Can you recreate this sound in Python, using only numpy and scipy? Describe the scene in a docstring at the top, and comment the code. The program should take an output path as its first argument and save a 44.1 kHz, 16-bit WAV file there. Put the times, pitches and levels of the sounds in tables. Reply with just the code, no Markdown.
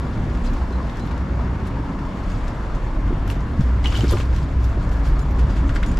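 """The air in the drum of a glass revolving door booms at 52 to 62 Hz as a wheeled suitcase is pulled through.
Rough-floor noise drives the wheels' rumble and the hollow resonances of the case; smooth pulses make low thuds.
Cloth hisses by grainy friction; scuffs, scrapes and plastic snaps are brief noise bursts and short rings.
The handle rattles in its modes, zip pulls sing as thin tones, and the panes reverberate the contacts.
Banded noise makes the surrounding street and ventilation wash."""
import sys
import numpy as np
from scipy import signal
from scipy.io import wavfile

SR = 44100
rng = np.random.default_rng(int(sys.argv[2]) if len(sys.argv) > 2 else 0)


def nominal_scale(level):
    """Amplitude ratio for a level in decibels (scalar or array-like)."""
    x = np.asarray(level, float) / 20
    return 10 ** x


def generate_wav(signal):
    """Clip the signal to [-1, 1] and save it as 16-bit WAV at the path in sys.argv[1]."""
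    frames = np.transpose(np.atleast_2d(signal))
    scaled = np.clip(frames, -1, 1) * 32767
    pcm = np.round(scaled).astype(np.int16)
    wavfile.write(sys.argv[1], SR, pcm)


N = 264159

# drum boom and rolling: time_s, boom_hz, boom_db, deep_rumble_db, wheel_rumble_db
ROLLING_COURSE = [(0.0, 58.4, -19, -43, -26), (0.23, 60.4, -26, -21, -29), (0.8, 61.7, -25, -29, -31.5),
                  (.96, 60.74, -32, -32, -29.5), (1.25, 60.65, -21.5, -38, -28),
                  (1.85, 59.6, -29, -30, -29), (2.15, 58.37, -32, -31, -30.5), (2.32, 61.66, -28, -25, -29),
                  (2.64, 53.45, -30.5, -26, -31.5), (2.95, 52.85, -27, -24.5, -31.5),
                  (3.08, 52.5, -23, -14.5, -27.5), (3.2, 52.4, -25, -25.5, -29),
                  (3.37, 52.13, -26, -19.5, -29.5), (3.49, 61, -24.5, -40, -29),
                  (3.57, 59.95, -19.5, -36, -31.5), (3.85, 61.47, -19.5, -27, -27.5),
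                  (4.74, 61.44, -19.5, -27, -30.5), (5.12, 51.8, -20.5, -20.5, -28),
                  (5.36, 60.6, -17.5, -26, -27), (5.64, 61.75, -16.5, -23, -27),
                  (5.76, 55, -20, -15.5, -30), (5.91, 53.7, -24, -24, -23), (5.99, 57.6, -31, -17, -34)]
# hollow resonances of the case: centre_hz, width_hz, usual_level_db
CASE_RESONANCES = [(103.2, 18.3, -43), (141.9, 10.2, -41), (186.5, 19.6, -42), (239, 21, -42),
                   (279, 21, -43), (331, 59, -47.5)]
# for each case resonance in turn, its passing swells: middle_s, rise_db, length_s
CASE_SWELLS = [
    [(.15, 13.5, 0.31), (3.1, 13.5, 0.96), (4.05, 17, 0.91), (4.8, 13, 0.52)],
    [(.3, 7.5, 0.21), (3.45, 1, .4), (4.2, 7.5, 1), (5.2, 14, 0.63)],
    [(.6, 9.5, 0.97), (1.8, 7.5, 0.66), (4.8, 6, 0.32)],
    [(.3, 4, 0.54), (5.7, 2.5, 0.76)],
    [(1.8, 9, 0.54), (2.95, 6.5, 0.55), (5.6, 6.5, 0.93)],
    [(1.8, 1, 0.53), (4.1, 10, .4), (5.7, 5.5, 0.33)],
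]
# relative spectrum of the street and ventilation wash: frequency_hz, density_db (per Hz)
WASH_SPECTRUM = [(190, 8), (330, -2), (436, -4), (614, -3.5), (780, -7), (980, -3), (1300, -8.5),
                 (1730, -11.5), (2400, -20), (3270, -25.5), (7110, -37.5), (8300, -54), (12000, -40),
                 (13400, -68.5), (15500, -73)]
# overall course of the wash: time_s, level_db
WASH_COURSE = [(0.0, -34.5), (1.2, -34.5), (2.9, -35), (3.75, -35.5), (4.05, -33.5), (4.35, -37),
               (5.0, -34), (5.99, -35)]
# left-right correlation of the wash: frequency_hz, likeness (0 to 1)
WASH_LIKENESS = [(60, 0.99), (150, 0.83), (360, 0.95), (880, 0.82), (2160, 0.5), (5290, 0.72),
                 (13000, 0.93)]
# left-right balance of the wash: frequency_hz, left_minus_right_db
WASH_LEAN = [(60, 0.0), (110, 0.0), (200, 12), (360, 0), (650, 1.5), (1190, 2), (2160, 1.5), (3930, 0),
             (7140, 1.5), (13000, 5)]
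# steady rubbing of cloth and straps, before band weighting: time_s, relative_level_db
RUBBING_COURSE = [(0.0, -59.5), (.7, -61.5), (1.05, -61.5), (1.35, -69), (2.3, -59.5), (3.2, -65),
                  (3.82, -62), (3.85, -48), (3.9, -49), (3.95, -45.5), (4.05, -49), (4.2, -46.5),
                  (4.27, -57.5), (4.6, -61), (5.2, -64.5), (5.99, -59)]
# single swishes of cloth, before band weighting: peak_s, relative_level_db, brightness_db, t60_s
CLOTH_SWISHES = [(0.461, -49.5, -22, 0.19), (.56, -53.5, -22, 0.35), (1.68, -52, -19, 0.043),
                 (2.31, -54, -22, 0.41), (3.312, -47.5, -8, 0.17), (3.61, -54, -16, .5),
                 (3.975, -46, -8, 0.21), (4.1, -41, -12, 0.28), (4.36, -51, -18, 0.35),
                 (4.65, -58, -4, 0.38), (4.83, -52.5, -23, 0.14), (4.93, -56, -5, 0.34),
                 (5.07, -46.5, -13, 0.18), (5.2, -65.5, 3, 0.35), (5.4, -54, -22, 0.21),
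                 (5.5, -53, -26, 0.29), (5.58, -53, -24, 0.22), (5.689, -66, -15, 0.24),
                 (5.76, -53, -22, 0.31), (5.889, -54, -11, 0.13)]
# damped rings of hard plastic; those starting together make one snap: start_s, level_db, pitch_hz, t60_s
PLASTIC_SNAPS = [(.0508, -37, 1500, 0.01), (.896, -38, 3660, .02), (3.2772, -37, 7400, .007),
                 (3.2775, -40, 11500, .008), (3.282, -36, 3000, .008), (3.3013, -20.5, 2820, 0.0075),
                 (3.301, -27, 1350, 0.011), (3.3018, -33, 10300, .004), (3.3012, -31, 5700, .004),
                 (3.3018, -29, 11800, .003), (3.314, -42, 7600, .008), (4.1115, -21, 10000, 0.0033),
                 (4.1115, -24, 12300, .003), (4.1106, -26, 7000, .006), (4.1245, -38, 8500, .008),
                 (4.126, -32, 11000, .003), (4.1686, -20, 1030, 0.0097), (4.171, -18, 2327, 0.0033),
                 (4.2035, -27.5, 3020, 0.009), (4.2093, -29, 2620, .01), (5.6928, -35, 3400, 0.007),
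                 (5.694, -28, 1500, .01), (5.699, -24, 1920, .008), (5.7508, -35, 7500, .006),
                 (5.7508, -38, 11530, .004), (5.7605, -18, 1570, 0.006), (5.7613, -30, 3280, 0.0068),
                 (5.765, -21.5, 2030, 0.0094), (5.764, -33, 4700, .006), (5.7715, -33, 3200, .008),
                 (5.829, -18, 1510, 0.013), (5.832, -21, 2250, 0.0065), (5.8352, -19.5, 1970, 0.0064),
                 (5.8344, -19.5, 2800, .005), (5.836, -27, 3700, .005), (5.977, -28, 1810, .012)]
# scuffs and clicks of the case: start_s, knock_db, middle_db, sparkle_db
CASE_SCUFFS = [(0.453, -49, -55, -62), (0.533, -49, -50, -55), (.7244, -52, -53, -68),
               (0.868, -52, -60, -69), (0.896, -59, -50, -67), (0.9575, -51, -59, -62),
               (0.9696, -48, -50, -65), (0.995, -49, -48, -63), (1.0644, -55, -56, -56),
               (1.11, -43, -66, -70), (1.177, -51, -52, -66), (1.669, -55, -58, -50.5),
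               (2.3007, -49, -52, -64), (2.479, -52, -46, -66), (2.7491, -55, -49, -60),
               (3.2773, -50, -46, -49), (3.297, -52, -52, -55), (3.3126, -47, -53, -56),
               (3.405, -54, -50, -64), (3.6075, -47, -47, -64), (3.8427, -53, -44, -58),
               (3.854, -51, -46, -64), (3.8707, -47, -39, -57), (3.9254, -42, -54, -60),
               (3.9423, -37.5, -50, -53), (3.973, -44, -38, -51), (4.006, -52, -39.5, -58),
               (4.041, -39, -46, -55), (4.091, -54, -40, -52), (4.109, -53, -50, -43),
               (4.124, -48, -44, -44), (4.172, -42.5, -50, -59), (4.1999, -42, -45, -56),
               (4.345, -46, -50, -60), (4.362, -48, -44, -56), (4.642, -51, -43, -50),
               (4.8921, -59, -51, -70), (4.915, -45.5, -53, -69), (5.0546, -47, -52, -60),
               (5.192, -54, -44, -66), (5.3082, -60, -50, -55), (5.3903, -45, -46.5, -63),
               (5.5038, -58, -51, -63), (5.565, -41.5, -58, -62), (5.692, -39, -52, -63),
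               (5.758, -39, -44, -60), (5.8286, -52, -44, -62), (5.861, -52, -44, -63),
               (5.9146, -46, -47, -74), (5.971, -41, -46, -64)]
# scrapes of the shell against the door: start_s, length_s, level_db, centre_hz
SHELL_SCRAPES = [(0.457, 0.031, -53, 4400), (3.84, 0.016, -38, 2000), (3.842, 0.015, -39, 880),
                 (3.84, 0.011, -40, 3000), (3.986, 0.012, -36, 630), (3.915, 0.023, -43, 2500),
                 (3.917, 0.037, -44, 1300), (3.959, 0.0094, -39, 3700), (3.968, .012, -51, 6500),
                 (4.077, 0.012, -45, 4800), (4.093, 0.0075, -41, 4480), (4.103, .008, -45, 5500),
                 (4.119, 0.023, -37.5, 1130), (4.192, 0.026, -50, 1090)]
# zip pulls touching: start_s, level_db, pitch_hz, length_s
ZIP_TOUCHES = [(0.478, -51, 4000, 0.027), (0.495, -61, 6900, 0.026), (0.5, -66, 12300, 0.03),
               (0.724, -53, 4060, 0.057), (0.998, -47, 4060, 0.045), (3.898, -48, 6880, 0.014),
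               (3.985, -50, 11200, .015), (4.017, -49, 11250, .011), (4.03, -52, 11250, .009),
               (4.039, -48, 11250, 0.011), (4.014, -41, 6800, 0.013), (5.214, -48.5, 7026, 0.023),
               (5.305, -61, 12000, 0.04), (5.863, -50, 9500, 0.01), (5.871, -46, 6840, 0.043)]
# low thuds of the case and wheels, with their rebounds and dying tails, before the shell's ring:
# centre_s, level_db, width_s
THUDS = [(3.108, -16.5, 0.00093), (3.128, -15.5, 0.0011), (3.5976, -4, 0.0017), (3.6124, -8, 0.0019),
         (4.0375, -10, 0.0011), (4.046, -16.5, 0.00084), (4.088, -15, 0.0015), (4.096, -22, 0.0018),
         (4.123, -26, 0.00051), (4.127, -19, 0.00069), (4.131, -30, 0.0004), (4.1382, -16, 0.0008),
         (4.1433, -23, 0.0007), (4.147, -13, 0.0033), (4.155, -19, 0.00084), (4.2, -26, 0.00067),
         (4.775, -19, 0.00091), (5.701, -9, 0.0028)]
# ring of the shell after a thud: centre_hz, width_hz, gain_db
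SHELL_RING = [(137, 13, -6), (355, 48, 5.5), (446.9, 62, 7), (600, 57, 18.5)]
# shakes of the telescopic handle in its tube, as drive to its modes: start_s, drive_db
HANDLE_SHAKES = [(3.8579, -25.5), (3.861, -33), (3.868, -37), (3.8705, -34), (3.9101, -43), (3.948, -41),
                 (3.88, -40), (3.888, -42), (3.9, -49), (3.9534, -34), (3.967, -30.5), (3.978, -42),
                 (3.986, -44), (4.0081, -36)]
# modes of the handle: pitch_hz, gain_db, t60_s
HANDLE_MODES = [(2030, -6, 0.018), (2950, -1, 0.027), (3020, 3, 0.024), (3120, -4.5, 0.035),
                (3260, -9, 0.012), (3660, -10, 0.014), (3860, -24, 0.021), (5700, -8, 0.021)]


def rms_one(x):
    """Normalization of a signal to unit root-mean-square value."""
    return x / np.sqrt(np.mean(x ** 2) + 1e-20)


def in_time(rows):
    """Linear interpolation of a table's columns over all samples."""
    time_s, *columns = np.transpose(rows)
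    return [np.interp(np.arange(N) / SR, time_s, column) for column in columns]


def at_hz(points, hz):
    """Interpolation of a spectrum on a logarithmic frequency axis."""
    table_hz, values = np.transpose(points)
    return np.interp(np.log(hz), np.log(table_hz + 1), values)


def drift(rate_hz):
    """Slow random fluctuation of unit rms: white noise through two equal low-pass poles at rate_hz."""
    step = 40     # samples between computed points
    r = np.exp(-2 * np.pi * rate_hz * step / SR)
    white = rng.standard_normal(N // step + 2002)
    slow = signal.lfilter([1], [1, -2 * r, r * r], white)[2000:]     # the filter has settled
    return np.interp(np.arange(N) / step, np.arange(len(slow)), rms_one(slow))


def band(x, low_hz, high_hz):
    """Band-pass filtering between two corner frequencies."""
    return signal.sosfilt(signal.butter(2, [low_hz, high_hz], "band", fs=SR, output="sos"), x)


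def resonate(x, hz, width_hz):
    """Single damped resonance: a pole pair whose radius sets the bandwidth, with unit gain at the peak."""
    r = np.exp(-np.pi * width_hz / SR)
    zeros = np.array([1, 0, -1]) * (1 - r * r) / 2
    return signal.lfilter(zeros, [1, -2 * r * np.cos(2 * np.pi * hz / SR), r * r], x)


def resonate_twice(x, hz, width_hz):
    """Two equal resonances in cascade, which steepen the skirts."""
    return resonate(resonate(x, hz, width_hz), hz, width_hz)


def ring(clicks, hz, t60_s):
    """Impulse response of a damped mode: a unit click starts a sine of unit initial height."""
    r, w = nominal_scale(-60 / (t60_s * SR)), 2 * np.pi * hz / SR
    return signal.lfilter([0, np.sin(w)], [1, -2 * r * np.cos(w), r * r], clicks + 1e-18)


def boom(hz, level_db, steady, waver_hz, second_hz, second_db):
    """Air mode of the drum, driven steadily and waveringly, mixed with a weaker second mode of fixed pitch."""
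    turn = np.exp(2j * np.pi * np.cumsum(hz) / SR)
    drive = steady + drift(waver_hz) + 1j * drift(waver_hz)
    main = rms_one((drive * turn).real)
    second = rms_one(resonate_twice(rng.standard_normal(N), second_hz, 20.0))
    return nominal_scale(level_db) * rms_one(main + nominal_scale(second_db) * second)


def rolling():
    """Roughness excitation: the floor drives wheels and hollow case, nearly alike in both ears."""
    boom_hz, boom_db, deep_db, rumble_db = in_time(ROLLING_COURSE)
    t = np.arange(N) / SR
    # the second mode near 53 Hz beats with the boom while that is near 61 Hz
    out = boom(boom_hz, boom_db, steady=1.31, waver_hz=15.4, second_hz=53.1, second_db=-14.0)

    deep = band(band(rng.standard_normal(N), 10.4, 43.6), 24.6, 53.7)
    out += nominal_scale(deep_db) * rms_one(deep * nominal_scale(1.3 * drift(6.8)))

    rough = rng.standard_normal(N) * nominal_scale(1.0 * drift(17.6))
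    rumble = band(band(rough, 54.0, 300), 60.0, 300) + 2.92 * band(rough, 44.3, 141.0)
    out += nominal_scale(rumble_db) * rms_one(rumble)

    for (hz, width_hz, usual_db), swells in zip(CASE_RESONANCES, CASE_SWELLS):
        level_db = usual_db + 2.0 * drift(1.95)
        for middle_s, rise_db, length_s in swells:
            level_db += rise_db * np.exp(-(2 * (t - middle_s) / length_s) ** 2)
        out += nominal_scale(level_db) * rms_one(resonate_twice(rng.standard_normal(N), hz, width_hz))

    # the two ports differ slightly
    unlike = nominal_scale(-45) * rms_one(band(rng.standard_normal(N), 15, 50))
    unlike += nominal_scale(-61) * rms_one(band(rng.standard_normal(N), 60, 180))
    return out + unlike * [[1], [-1]]


def wash(patchy_db):
    """Diffuse noise field: third-octave bands, each with its own level, flicker, correlation and balance."""
    out = 0
    edges_hz = 280 * 2 ** np.arange(0, 6.1, 1 / 3)
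    white = rng.standard_normal((2, 2, N))     # neighbouring bands take different noise
    gusts = 0.25 * drift(2.3) + 0.51 * drift(40)     # shared by all bands
    for k, (low_hz, high_hz) in enumerate(zip(edges_hz, edges_hz[1:])):
        mid, side = band(white[k % 2], low_hz, high_hz)
        hz = np.sqrt(low_hz * high_hz)
        alike = np.clip(at_hz(WASH_LIKENESS, hz), 0, 1)
        lean = nominal_scale(at_hz(WASH_LEAN, hz) / 2 * np.array([[1], [-1]]))
        gain = nominal_scale(at_hz(WASH_SPECTRUM, hz) + patchy_db * (gusts + drift(5.9)))
        stereo = np.sqrt(1 + alike) * mid + np.sqrt(1 - alike) * side * [[1], [-1]]
        out = out + gain * lean * stereo
    return nominal_scale(in_time(WASH_COURSE)[0]) * rms_one(out)


def grains(per_s, spread_db, share):
    """Stick-slip friction in stereo: smooth noise with random tiny snaps in it."""
    heights = nominal_scale(spread_db * np.minimum(rng.exponential(1, N), 4))
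    tiny_snaps = (rng.random(N) < per_s / SR) * heights * rng.choice([-1, 1], N)
    unlike = 0.7 * rng.standard_normal((2, N))
    return rng.standard_normal(N) + share * rms_one(tiny_snaps) + unlike


def patchy(x, low_hz, high_hz, patchy_db, rate_hz):
    """Independent modulation of four strips, equally wide in logarithmic frequency."""
    edges_hz = np.geomspace(low_hz, high_hz, num=5)
    return sum(band(x, low, high) * nominal_scale(patchy_db * drift(rate_hz)) for low, high in zip(edges_hz, edges_hz[1:]))


def rustle():
    """Friction of cloth: grainy hiss falling towards the treble, with a fluttering top band of its own."""
    t = np.arange(N) / SR
    body_power = nominal_scale(2 * in_time(RUBBING_COURSE)[0])
    bright_power = body_power * nominal_scale(2 * -16)     # brightness of the steady rubbing, dB
    for peak_s, db, bright_db, t60_s in CLOTH_SWISHES:
        rise_db = 10 * (peak_s - t) / 0.022
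        fall_db = 60 * (t - peak_s) / t60_s
        swish_power = nominal_scale(2 * (db - np.where(t < peak_s, rise_db, fall_db)))
        body_power = body_power + swish_power     # powers add
        bright_power = bright_power + swish_power * nominal_scale(2 * bright_db)

    rub = grains(650, spread_db=-0.5, share=0.71) * nominal_scale(1.3 * drift(30))
    airy = rub + 1.7 * rng.standard_normal((2, N))     # the top differs more between the ears
    top = patchy(airy * np.sqrt(bright_power), 4750, 13000, patchy_db=3.0, rate_hz=40)
    top = top * nominal_scale(np.array([[6.5], [0.5]]))
    rub = rub * np.sqrt(body_power)
    flickering = patchy(rub, 2100, 7080, patchy_db=5.5, rate_hz=33)
    return 0.56 * flickering + 2.81 * band(rub, 1420, 5180) + top


def snaps():
    """Impulse response of hard plastic: each row is one damped ring; rings starting together make one snap."""
    out = np.zeros(N)
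    impulse = np.pad(np.array([.25, .5, .25]), (0, 1997))
    for start_s, db, hz, t60_s in PLASTIC_SNAPS:
        i = round(start_s * SR)
        out[i:i + 2000] += nominal_scale(db) * ring(impulse, hz, t60_s)[:N - i]
    return out


def drum_reverberation(x):
    """Reverberation between the glass panes: convolution with dying noise, another in each ear."""
    t = np.arange(int(.3 * SR)) / SR
    t60_s, delay_s = 0.11, .004
    tail = rng.standard_normal((2, len(t))) * nominal_scale(-60 * t / t60_s) * (t > delay_s)
    tail = signal.lfilter([.5], [1, -.5], tail)     # dulls the treble
    tail = tail / np.sqrt(np.sum(tail ** 2) / 2)
    return signal.fftconvolve(x[None], tail, axes=1)[:, :N]


def scuffs():
    """Contact transients: a sharp tick and a dying burst of grains in knock, middle and sparkle bands."""
    out, t = np.zeros((2, N)), np.arange(int(.15 * SR)) / SR
    edges_hz = ((1250, 4600), (2600, 7050), (7500, 13000))
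    burst = grains(2000, spread_db=4.0, share=0.6)
    layers = [rms_one(band(burst, *pair)) for pair in edges_hz]
    layers[0] = rms_one(layers[0] + 0.38 * resonate(layers[0], 1700, 410))     # the shell knocks woodily

    click = signal.unit_impulse(len(t), idx=60)
    ticks = [band(click, *pair) for pair in edges_hz]
    rebound_s = 0.0056     # a knock touches twice
    touch = click + 0.61 * signal.unit_impulse(len(t), idx=60 + round(rebound_s * SR))
    ticks[0] = band(touch, 1600, 2760) + 3.1 * resonate_twice(touch, 1480, 560)

    # faint scuffs at random, 3 per second on average
    starts = np.flatnonzero(rng.random(N // 100) < 3 * 100 / SR) * 100 / SR
    faint = [(start_s, -48, -63, -70) for start_s in starts]

    dying = (1 - np.exp(-t / 0.00023)) * nominal_scale(-60 * t / 0.065)     # t60 is 0.065 s
    for start_s, *levels_db in CASE_SCUFFS + faint:
        i = round(start_s * SR)
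        shape = dying[:N - i]
        span = slice(i, i + len(shape))
        for layer, tick, db in zip(layers, ticks, levels_db):
            crack = 3.8 * tick[:N - i] / tick.max()
            out[:, span] += nominal_scale(db) * (shape * layer[:, span] + crack)
    return out * nominal_scale(np.array([[.4], [-.4]]))


def scrapes():
    """Stick-slip of shell on door: uneven grains catch and let go, coloured by one broad resonance."""
    out = np.zeros((2, N))
    grit = grains(900, spread_db=7.0, share=1.3)
    for start_s, length_s, db, hz in SHELL_SCRAPES:
        i, count = round(start_s * SR), round(length_s * SR)
        shape = np.pad(np.sqrt(np.hanning(count)), (0, count))     # silence lets the resonance ring out
        stroke = grit[:, i:i + 2 * count] * shape
        out[:, i:i + 2 * count] += nominal_scale(db) * rms_one(resonate_twice(stroke, hz, hz / 2.5))
    return out


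def zip_pulls():
    """Tonal radiation of small metal parts: thin tones, wavering in level and phase."""
    out, t = np.zeros(N), np.arange(int(.08 * SR)) / SR
    flutter, wobble = drift(90), drift(60)
    for start_s, db, hz, length_s in ZIP_TOUCHES:
        i = round(start_s * SR)
        span = slice(i, i + len(t))
        swell = np.minimum(t / 0.005, 1) * np.sqrt((1 - t / length_s).clip(0))
        tone = np.sin(2 * np.pi * hz * t + 0.83 * wobble[span])
        out[span] += nominal_scale(db + 2.3 * flutter[span]) * swell * tone
    return out


def thuds():
    """Pulse excitation: soft pushes with a swing back on either side, and the shell's short ring."""
    out, t = np.zeros(N), np.arange(-400, 400) / SR
    for centre_s, db, width_s in THUDS:
        i = round(centre_s * SR)
        square = (t / width_s) ** 2
        out[i - 400:i + 400] -= nominal_scale(db) * (1 - .5 * square) * np.exp(-.5 * square)
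    return out + sum(nominal_scale(db) * resonate(out, hz, width_hz) for hz, width_hz, db in SHELL_RING)


def handle():
    """Modal response of the handle: each shake is a short chatter of rebounds that rings its modes."""
    t, out, chatter = np.arange(int(.08 * SR)) / SR, np.zeros(N), np.zeros(N)
    rebounds = (rng.random(N) < 900 / SR) * rng.uniform(-0.17, 0.18, N)
    for start_s, db in HANDLE_SHAKES:
        i = round(start_s * SR)
        chatter[i] += nominal_scale(db)
        chatter[i:i + len(t)] += nominal_scale(db - 60 * t / 0.058) * rebounds[i:i + len(t)]
    chatter = band(chatter, 1300, 4900)     # plastic stops soften each touch
    for hz, gain_db, t60_s in HANDLE_MODES:
        out += nominal_scale(gain_db) * ring(chatter * nominal_scale(2.9 * drift(150)), hz, t60_s)
    return out


def scene():
    """Superposition: rumble in the middle, small contacts a little to the left, wash all round."""
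    contacts = snaps() + scuffs() + scrapes() + zip_pulls() + handle()
    near = (contacts + rustle()) * nominal_scale(np.array([[.7], [-.7]]))
    reverberation = nominal_scale(-8.5) * drum_reverberation(contacts.mean(axis=0))
    return rolling() + thuds() + near + reverberation + wash(patchy_db=1.06)


def band_limit(x):
    """A steep low-pass at the top of the band."""
    return signal.sosfilt(signal.butter(12, 15600, fs=SR, output="sos"), x)


def record(dry):
    """Transducer bandwidth: the microphone rolls off above 12.8 kHz."""
    soft = signal.sosfilt(signal.butter(6, 12800, fs=SR, output="sos"), dry)
    return band_limit(soft)


dry = scene()
out = record(dry)
generate_wav(out)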